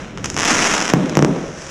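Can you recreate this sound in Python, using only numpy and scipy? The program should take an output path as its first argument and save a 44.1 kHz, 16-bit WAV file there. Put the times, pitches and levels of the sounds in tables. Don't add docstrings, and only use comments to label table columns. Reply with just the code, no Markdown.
import sys
import numpy as np
from scipy import signal
from scipy.fft import rfft, irfft, next_fast_len
from scipy.io import wavfile
from scipy.ndimage import uniform_filter1d, map_coordinates

SR = 44100
rng = np.random.default_rng(int(sys.argv[2]) if len(sys.argv) > 2 else 0)


def transcribe(u):
    v = np.clip(np.atleast_2d(u).T, -1, 1)
    q = np.round(v * 32767).astype(np.int16)
    wavfile.write(sys.argv[1], SR, q)


N = 74970

# (time [s], level [dB])
RUMBLE_LEVEL = [(0, -29.5), (.08, -34.5), (.16, -32), (.2, -27), (.35, -30), (.68, -31), (.85, -45),
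                (1.2, -32.5), (1.7, -39)]
# (frequency [Hz], level [dB])
RUMBLE_SPECTRUM = [(20, -14.5), (40, -3), (100, -3.5), (170, 1.5), (300, -5.5), (500, -9.5), (1000, -27),
                   (4000, -57)]
RUMBLE_WAVER_DB = 1.8

# (time [s], level [dB], gain of its treble [dB])
FAR_LEVEL = [(0, -33, -5.5), (.15, -40.5, -7.5), (.35, -38, 3), (.95, -30, -7.5), (1.3, -33.5, -4.5),
             (1.52, -38, 0), (1.62, -35.5, 2.5), (1.7, -34.5, 2.5)]
# (frequency [Hz], level [dB])
FAR_SPECTRUM = [(100, -1), (200, -10.5), (550, 6), (800, 0), (1500, 2), (3000, -4.5), (4400, -12.5),
                (5700, -0.5), (6700, -5.5), (8500, -18), (10800, -26.5), (12000, -45), (15000, -42)]

# (time [s], relative level [dB])
SWELLS = [(0.921, -18.5), (1.159, -20)]
# (frequency [Hz], level [dB])
SWELL_SPECTRUM = [(30, -18), (100, -11), (150, 7), (280, -16.5), (500, 0), (1500, -26), (6000, -63)]
SWELL_DB, SWELL_ECHO_DB = 20.5, -7

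# (time [s], rate [pops/s], relative level of a pop [dB])
CLOUD = [(.38, 23.8, -25), (.452, 49.2, -5), (.458, 550, -14), (.49, 650, -12), (.54, 1100, -13),
         (.575, 850, -16), (.6, 1010, -14), (.66, 1000, -13), (.72, 700, -16), (.742, 720, -12),
         (.77, 416, -16.5), (.9, 327, -23), (.93, 182, -22)]
CLOUD_DB, CLOUD_SCATTER_DB = 12, 4
CLUMP_DB, CLUMP_KNOTS_PER_S = 1.9, 120

# (time [s], relative level [dB])
POPS = [(0.1752, -12), (0.183, -18), (0.2431, -5.5), (0.2454, -2.5), (0.2512, -13), (0.2574, -5.5),
        (.2595, -4), (0.3011, -4), (0.3437, -10.5), (0.3661, -1), (.3750, -4), (0.3777, -2), (0.3867, -2.5),
        (0.3902, -9), (0.3924, -1.5), (0.3992, -0.5), (0.4061, -1.5), (0.4095, -3.5), (0.4187, -1.5),
        (.4238, -6.5), (0.4319, -17), (0.4302, -1.5), (0.4337, 0), (0.441, -1.5), (0.4615, -6),
        (0.4656, -11), (0.4768, -24), (0.4835, -12), (0.5048, -2.5), (0.513, 0.5), (0.5307, -2),
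        (0.5481, -4), (0.5843, -7), (.6027, 0), (0.6216, -1), (0.6644, -10), (0.6812, -20), (0.7672, -7.5),
        (0.7796, 0.5), (0.7873, -5.5), (0.7954, -11), (.8010, -6.5), (0.8042, -0.5), (0.8144, -1),
        (0.8225, -3.5), (.8260, -1.5), (0.8462, -3.5), (0.8553, -2), (0.8632, -9), (0.8791, -2.5),
        (0.8925, -5), (.8992, -1), (0.902, -1.5), (1.059, -14), (1.0960, -5.5), (1.1535, -4)]
# (frequency [Hz], level [dB])
POP_SPECTRUM = [(40, -12), (110, -19), (170, 2), (400, -2.5), (700, 0.5), (1500, 1), (3000, -4),
                (4400, -14), (5300, -3), (6100, -2.5), (7000, -6.5), (8500, -18), (10800, -25),
                (11900, -40), (13500, -32), (16000, -51)]
# (time [s], level [dB])
POP_TREBLE = [(.18, -9.5), (.245, 3), (.3, 9.5), (.37, 1.5), (.9, -1.5), (1.1, -0.5)]
POP_DB, POP_TREBLE_HZ, POP_SWEEP_HZ = 5.5, 3500, 1900
# (frequency [Hz], level [dB])
POP_ECHO_SPECTRUM = [(40, -5), (110, -16), (170, 6.5), (300, 7), (500, -2.5), (1500, -1), (6000, -1),
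                     (14000, -9)]
POP_ECHO_DB, POP_ECHO_RISE_S = -4, 0.0014
NEAR_DB, NEAR_T60_S = -7, .012

# (time [s], relative boom level [dB], relative crack level [dB], relative echo level [dB])
BURSTS = [(.9366, 3, 3.5, 1.5), (1.1711, 1.5, 4.5, 1), (1.1913, -1.5, -2.5, 0.5), (1.2250, 0, -2, -3.5),
          (1.2477, -1, -0.5, -5.5)]
# (frequency [Hz], level [dB])
BOOM_SPECTRUM = [(30, -43), (80, -9), (110, -7), (150, 6), (220, -1.5), (340, 1), (550, -4), (1000, -17.5),
                 (2000, -25), (4000, -36), (12000, -75.5)]
# (frequency [Hz], level [dB])
CRACK_SPECTRUM = [(100, -18), (500, 17), (1000, 13), (2000, 0), (3000, -0.5), (4400, -6.5), (5700, 6.5),
                  (6600, -1.5), (8500, -10.5), (12000, -25), (15000, -65)]
BOOM_DB, CRACK_DB, BOOM_SWEEP_HZ = 18, 10, 200
BOOM_RING_HZ, BOOM_RING_WIDTH_HZ = 146, 300

GROUND_S, GROUND_DB = .0062, -12.5
# (delay [s], level [dB])
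WALLS = [(0.0213, -24), (.0335, -19), (.056, -27.5), (.076, -36), (0.123, -45), (.19, -19)]
# (frequency [Hz], 60 dB decay time [s])
STREET_DECAY = [(100, 0.28), (200, 0.64), (330, 0.66), (520, 0.78), (900, 0.58), (6000, 0.3), (14000, 0.78)]
# (frequency [Hz], level [dB])
ROLL_SPECTRUM = [(30, -37), (90, -18), (150, -4), (230, 2.5), (350, -3), (550, -5.5), (800, -7.5),
                 (1500, -13), (3000, -37), (6000, -22.5), (14000, -6)]
ROLL_DB, ROLL_RISE_S, ROLL_HOLD_S = 1.5, 0.004, 0.096
# (frequency [Hz], level [dB])
LATE_SPECTRUM = [(100, -21), (250, -11), (430, 1), (600, 1), (900, -5), (2000, 0), (6000, -20.5)]
LATE_S, LATE_DB, LATE_RISE_S = 0.17, -11.5, 0.013

# (frequency [Hz], gain [dB])
MIC_RESPONSE = [(10000, 0), (13500, -1), (14800, -5), (16000, -18)]
CLIP_TOP, CLIP_HARDNESS, TOP_HZ = 1.03, 6, 16200


def amp(db):
    return 10 ** (np.asarray(db) / 20)


def unit(x):
    return x / np.sqrt(np.mean(x ** 2) + 1e-20)


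def along(points, hz):
    f, v = np.transpose(points)
    return np.interp(np.log(hz + 1), np.log(f + 1), v)


def curves(rows):
    s, *cols = np.transpose(rows)
    return [np.interp(np.arange(N) / SR, s, c) for c in cols]


def wobble(rate):
    knots = rng.standard_normal(1000)
    return map_coordinates(knots, [np.arange(N) * rate / SR], mode="mirror")


def filtered(x, response):
    m = 2 * next_fast_len(N * 3 // 5, real=True)
    hz = np.fft.rfftfreq(m, 1 / SR)
    return irfft(rfft(x, m) * response(hz), m)[:N]


def causal(points, hz):
    cepstrum = irfft(np.log(amp(along(points, hz))))
    half = len(cepstrum) // 2
    cepstrum[1:half] *= 2
    cepstrum[half + 1:] = 0
    return np.exp(rfft(cepstrum))


def impulses(s, gain):
    at = np.clip(np.round(np.asarray(s) * SR).astype(int), 0, N)
    return np.bincount(at, gain, N + 1)[:N]


def blast(x, tone, sweep_hz):
    def response(hz):
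        h = causal(tone, hz)
        same_energy = h / np.sqrt(np.mean(abs(h) ** 2))
        return same_energy * (1j * hz - sweep_hz) / (1j * hz + sweep_hz)
    return filtered(x, response)


def swing(hz):
    d = BOOM_RING_HZ ** 2 - hz ** 2 + 1j * hz * BOOM_RING_WIDTH_HZ
    return np.conj(d) / d


def scattered(s, db, size=700):
    t = np.arange(size) / SR
    tails = rng.standard_normal((len(s), size)) * amp(-60 * t / NEAR_T60_S)
    tails *= amp(NEAR_DB) / np.linalg.norm(tails, axis=1, keepdims=True)
    tails[:, 0] = 1
    times = s[:, None] + t
    gains = amp(db)[:, None] * tails
    return impulses(times.ravel(), gains.ravel())


def street(x, tone, rise_s, hold_s=0):
    hz, t, z = signal.stft(rng.standard_normal(SR), SR, nperseg=256)
    fade = amp(-60 * np.maximum(t - hold_s, 0) / along(STREET_DECAY, hz)[:, None])
    tail = signal.istft(z * fade, SR)[1]
    tail = tail * (1 - np.exp(-np.arange(len(tail)) / SR / rise_s))
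    wet = signal.fftconvolve(x, tail / np.linalg.norm(tail))[:N]
    return filtered(wet, lambda f: causal(tone, f))


def rumble():
    db, = curves(RUMBLE_LEVEL)
    noise = rng.standard_normal(N)
    roll = unit(filtered(noise, lambda hz: amp(along(RUMBLE_SPECTRUM, hz))))
    return amp(db + RUMBLE_WAVER_DB * wobble(30.56)) * roll


def far_crackle():
    db, treble_db = curves(FAR_LEVEL)
    grains = rng.standard_normal(N) * amp(6.5 * rng.standard_normal(N))
    hiss = unit(filtered(grains, lambda hz: causal(FAR_SPECTRUM, hz)))
    treble = filtered(hiss, lambda hz: hz > 4300)
    return amp(db) * (hiss + (amp(treble_db) - 1) * treble)


def swells():
    s, db = np.transpose(SWELLS)
    lows = blast(impulses(s, amp(db + SWELL_DB)), SWELL_SPECTRUM, BOOM_SWEEP_HZ)
    return lows + amp(SWELL_ECHO_DB) * street(lows, ROLL_SPECTRUM, ROLL_RISE_S)


def cloud(count=900):
    rate, db = curves(CLOUD)
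    db = db + CLUMP_DB * np.clip(wobble(CLUMP_KNOTS_PER_S), -2, 1)
    t = np.arange(N) / SR
    burning = (t > CLOUD[0][0]) * (t < CLOUD[-1][0])
    total = np.cumsum(abs(rate) * burning) / SR
    turn = np.arange(count) + rng.uniform(-1, 1, count)
    size_db = CLOUD_SCATTER_DB * np.clip(rng.standard_normal(count), -2, 1)
    live = (turn > 0) & (turn < total[-1])
    s = np.interp(turn, total, t)
    pop_db = CLOUD_DB + np.interp(s, t, db) + size_db
    return scattered(s, np.where(live, pop_db, -np.inf))


def crackle(count=4):
    s, db = np.transpose(POPS)
    treble_db, = curves(POP_TREBLE)
    single = scattered(s, db + POP_DB)
    treble = filtered(single, lambda hz: hz ** 4 / (hz ** 4 + POP_TREBLE_HZ ** 4))
    body = single - treble
    single = amp(-treble_db / 2) * body + amp(treble_db / 2) * treble
    pops = blast(single + cloud(), POP_SPECTRUM, POP_SWEEP_HZ)
    groups = np.arange(N) // 300 % count
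    wash = np.zeros(N)
    for k in range(count):
        share = uniform_filter1d((groups == k) * 1., size=40)
        wash += street(pops * share, POP_ECHO_SPECTRUM, POP_ECHO_RISE_S)
    return pops + amp(POP_ECHO_DB) * wash


def shells():
    out = np.zeros(N)
    delay, wall_db = np.transpose(WALLS)
    for s, db, crack_db, echo_db in BURSTS:
        boom = blast(impulses([s], [amp(db + BOOM_DB)]), BOOM_SPECTRUM, BOOM_SWEEP_HZ)
        crack = blast(impulses([s], [amp(crack_db + CRACK_DB)]), CRACK_SPECTRUM, BOOM_SWEEP_HZ)
        wave = filtered(boom + crack, swing)
        walls = impulses(delay + rng.normal(0, 0.00103, len(delay)), amp(wall_db))
        paths = walls + impulses([GROUND_S], [amp(GROUND_DB)])
        reflected = signal.fftconvolve(wave, paths)[:N]
        echoes = filtered(reflected, lambda hz: 1 / (1 + 1j * hz / 2500))
        roll = street(wave, ROLL_SPECTRUM, ROLL_RISE_S, ROLL_HOLD_S)
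        out += wave + echoes + amp(ROLL_DB + echo_db) * roll
        late = np.interp(np.arange(N) - LATE_S * SR, np.arange(N), wave, left=0)
        out += amp(LATE_DB) * street(late, LATE_SPECTRUM, LATE_RISE_S)
    return out


def scene():
    return (rumble() + far_crackle() + swells() + crackle() + shells())[None]


def record(dry):
    x = dry[0] / (1 + abs(dry[0] / CLIP_TOP) ** CLIP_HARDNESS) ** (1 / CLIP_HARDNESS)
    return filtered(x, lambda hz: amp(along(MIC_RESPONSE, hz)) * (hz < TOP_HZ))[None]


dry = scene()
out = record(dry)
transcribe(out)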